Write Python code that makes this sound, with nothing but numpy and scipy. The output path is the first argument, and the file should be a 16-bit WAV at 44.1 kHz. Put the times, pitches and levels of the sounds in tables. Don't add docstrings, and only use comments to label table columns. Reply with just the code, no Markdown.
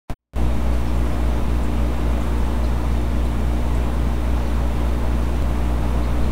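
import sys
import numpy as np
from scipy import signal
from scipy.fft import rfft, irfft, next_fast_len
from scipy.io import wavfile

SR = 44100
rng = np.random.default_rng(int(sys.argv[2]) if len(sys.argv) > 2 else 0)


def volts_from_db(level):
    exponent = np.asarray(level, float) / 20
    return 10 ** exponent


def int16_out(signal):
    q = np.round(np.clip(np.atleast_2d(signal).T, -1, 1) * 32767)
    wavfile.write(sys.argv[1], SR, q.astype(np.int16))


N = 278315
LOST_S, LOST_SAMPLES = 5.4233, 1024
LONG = N + LOST_SAMPLES
PRESS_S = 0.0976


def drift(rate_hz):
    pole = np.exp(-80 * np.pi * rate_hz / SR)
    noise = rng.standard_normal(LONG // 40 + 4002)
    slow = signal.lfilter([1], [1, -2 * pole, pole * pole], noise)[4000:]
    slow = (slow - slow.mean()) / slow.std()
    return np.interp(np.arange(LONG) / 40, np.arange(len(slow)), slow)


def orders(hz, table, trough_s):
    turn = 2 * np.pi * hz * (np.arange(LONG) / SR - trough_s)
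    return -np.sqrt(2) * sum(volts_from_db(db) * np.cos(k * turn) for k, db in table)


def mains_hum():
    mains_hz = 59.988
    # multiple of the mains, level/dB rms
    first_pump = [(1, -21), (4, -35), (5, -41)]
    # multiple of the mains, level/dB rms
    second_pump = [(2, -33.5), (3, -45), (6, -48.5), (7, -48.3), (12, -55), (13, -56)]
    return orders(mains_hz, first_pump, 0.0012) + orders(mains_hz, second_pump, 0.0001)


def slipping_rotor():
    # multiple of the rotor rate, level/dB rms
    harmonics = [(1, -34.5), (2, -47)]
    # t/s, level/dB
    load = [
        (0, 1),
        (1, 2.5),
        (2.5, 0.5),
        (4.5, -2),
        (5.5, -1),
        (6.4, -12),
    ]
    load_db = np.interp(np.arange(LONG) / SR, *np.transpose(load))
    return volts_from_db(load_db + 0.41 * drift(2.9)) * orders(56.385, harmonics, 0.0085)


def whines():
    # f/Hz, wander/Hz
    pitches = [(293.7, .3), (2251.1, .5), (2363.7, .5), (3601.6, .6), (3714.2, .6), (4277, .7), (4979, .1),
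               (5038.9, .1), (8640.2, .02)]
    levels_db = [-40, -67, -64, -62.5, -62.5, -69, -77, -76, -69.5]
    out = np.zeros(LONG)
    for (hz, wander_hz), db in zip(pitches, levels_db):
        turn = 2 * np.pi * np.cumsum(hz + wander_hz * drift(0.72)) / SR
        out += np.sqrt(2) * volts_from_db(db + 1.5 * drift(1.5)) * np.sin(turn)
    return out


def wash(patchy_db):
    # f/Hz, level/dB per Hz
    spectrum = [(12, -48), (85, -57), (140, -58.5), (270, -60.5), (330, -61.5), (650, -62.5), (1000, -65),
                (1600, -73.5), (2400, -76), (3800, -82.5), (5000, -88), (10000, -90.5), (12800, -94.5),
                (15000, -93.5)]
    # f/Hz, width/Hz, level/dB
    resonances = [(35, 17, -8), (190, 10, -4), (155.3, 24.4, 8.5), (209.4, 14.3, 12), (227, 8, -1),
                  (273, 15, 0.5), (326, 20, 2.5), (354.7, 11.4, 6.5), (443, 12, -1.5), (504, 14, 3.5),
                  (524.7, 13, -10), (555, 12.3, 6), (624, 39, 2.5), (765, 27, -6.5), (857, 14, 2.5),
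                  (1034, 29, 1), (5880, 270, 2.5)]
    size = next_fast_len(LONG)
    hz = np.maximum(np.arange(size // 2 + 1) * SR / size, 1)
    spectrum_hz, spectrum_db = np.transpose(spectrum)
    colour_db = np.interp(np.log(hz), np.log(spectrum_hz), spectrum_db)
    for centre_hz, width_hz, peak_db in resonances:
        colour_db = colour_db + peak_db / (1 + (2 * (hz - centre_hz) / width_hz) ** 2)
    rumble_cut = np.minimum(hz / 6, 1) ** 2
    noise = rfft(rng.standard_normal(size)) * volts_from_db(colour_db) * np.sqrt(SR / 2) * rumble_cut

    half_octave = 2 * np.log2(np.clip(hz / 125, 1, 128))
    together = drift(3)
    flow_db = 0.21 * drift(0.96)
    out = np.zeros(LONG)
    for k in range(15):
        band = irfft(noise * np.clip(1 - abs(half_octave - k), 0, 1), size)[:LONG]
        flicker_db = patchy_db * (0.26 * together + drift(7))
        in_flow = 1 < k < 11
        out += band * volts_from_db(flicker_db + flow_db * in_flow)
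    return out


def droplets():
    # t/s, f/Hz, level/dB rms
    drops = [(.731, 4600, -57), (.878, 5250, -55), (.955, 7200, -57), (1.14, 5350, -58), (1.638, 7600, -53),
             (2.214, 7250, -54), (2.458, 8650, -61), (2.646, 4150, -49), (2.65, 4900, -58),
             (3.26, 3950, -54), (3.754, 8100, -53), (3.94, 9700, -59), (4.466, 4300, -54),
             (4.508, 9300, -61), (4.856, 11200, -60), (6.038, 4200, -48), (6.045, 5200, -56),
             (6.245, 4050, -52)]
    # t/s, level/dB rms
    sprays = [
        (.74, -56),
        (1.638, -57),
        (2.235, -55),
        (2.27, -56),
        (3.252, -55),
    ]
    bursts = [(s, hz, 450 * (hz / 4000) ** 1.8, db) for s, hz, db in drops]
    bursts += [(s, 9000, 6000, db) for s, db in sprays]
    lead = 2000
    t = np.arange(-lead, 6000) / SR
    rise_s, fall_s = 0.008, 0.022
    shape = np.where(t < 0, np.exp(-(t / rise_s) ** 2), np.exp(-t / fall_s))
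    out = np.zeros(N)
    for s, hz, width_hz, db in bursts:
        pole = np.exp(-np.pi * width_hz / SR)
        resonance = [1, -2 * pole * np.cos(2 * np.pi * hz / SR), pole * pole]
        fizz = rng.standard_normal(len(t))
        for twice in range(2):
            fizz = signal.lfilter([1, 0, -1], resonance, fizz)
        puff = volts_from_db(db + 3.5) * shape * fizz / fizz.std()
        at = round(s * SR) - lead
        out[at:at + len(t)] += puff[:N - at]
    return out


def jogs():
    # t/s, peak level/dB, f/Hz (negative swings the other way)
    swings = [(1.432, -21, 20), (1.632, -22.5, 9), (2.432, -20, 19), (3.19, -29, -14), (3.36, -33, 16),
              (3.632, -22, 20), (4.21, -34, 20), (5.03, -25, 10), (5.46, -27, -13), (6.207, -16, 7.5),
              (6.28, -23, 6)]
    t = np.arange(N) / SR
    out = np.zeros(N)
    for s, db, hz in swings:
        swing = np.sin(2 * np.pi * hz * (t - s))
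        out -= 1.4 * volts_from_db(db) * swing * np.exp(-(2.2 * hz * (t - s)) ** 2)
    return out


def struck(s, db, hz, t60):
    since = np.maximum(np.arange(N) / SR - s, 0)
    return (since > 0) * volts_from_db(db - 60 * since / t60) * np.cos(2 * np.pi * hz * since)


def knocks():
    # f/Hz, level/dB, t60/s
    case = [(265, -27, .1), (118, -32, .3), (650, -44, .06)]
    # t/s, peak level/dB, f/Hz, t60/s
    ticks = [
        (3.0158, -31, 9500, .0015),
    ]
    press = sum(struck(PRESS_S, db, hz, t60) for hz, db, t60 in case)
    return press + sum(struck(*tick) for tick in ticks)


def settling_offset(opened_s):
    since = np.maximum(np.arange(N) / SR - opened_s, 0)
    rest, overshoot = -0.058, -0.048
    charge_s, settle_s = 0.014, 0.6
    return (1 - np.exp(-since / charge_s)) * (rest + overshoot * np.exp(-since / settle_s))


def high_pass(x, hz):
    return signal.sosfilt(signal.butter(2, hz, "high", fs=SR, output="sos"), x)


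def input_blink(dry):
    since = np.arange(N) / SR - PRESS_S
    late = np.maximum(since, 0) / 0.0095
    thump = volts_from_db(-18.5) * (late * np.exp(1 - late)) ** 14
    fade = (since >= 0) * np.clip(1 - since / 0.0465, 0, 1)
    blink = volts_from_db(2.2) * fade * (high_pass(dry, 110) + settling_offset(PRESS_S) - thump)
    creep = (since < 0) * np.clip(1 + since / 0.018, 0, 1)
    return blink + volts_from_db(-20) * creep * high_pass(dry, 900)


def scene():
    steady = mains_hum() + slipping_rotor() + whines() + wash(patchy_db=0.5)
    lost = round(LOST_S * SR)
    steady = np.delete(steady, np.s_[lost:lost + LOST_SAMPLES])
    return (steady + droplets() + jogs() + knocks())[None]


def low_pass(x):
    return signal.sosfilt(signal.butter(12, 16900, fs=SR, output="sos"), x)


def record(dry):
    t = np.arange(N) / SR
    faint_s, half_open_s, open_s = 0.19, 0.3348, 0.3588
    gain_db = np.select([t >= open_s, t >= half_open_s, t >= faint_s], [0, -14, -63], -140)
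    mix = input_blink(dry) + volts_from_db(gain_db) * dry + settling_offset(open_s)
    top = signal.ellip(16, 0.1, 70, 15720, fs=SR, output="sos")
    return low_pass(signal.sosfilt(top, mix))


dry = scene()
out = record(dry)
int16_out(out)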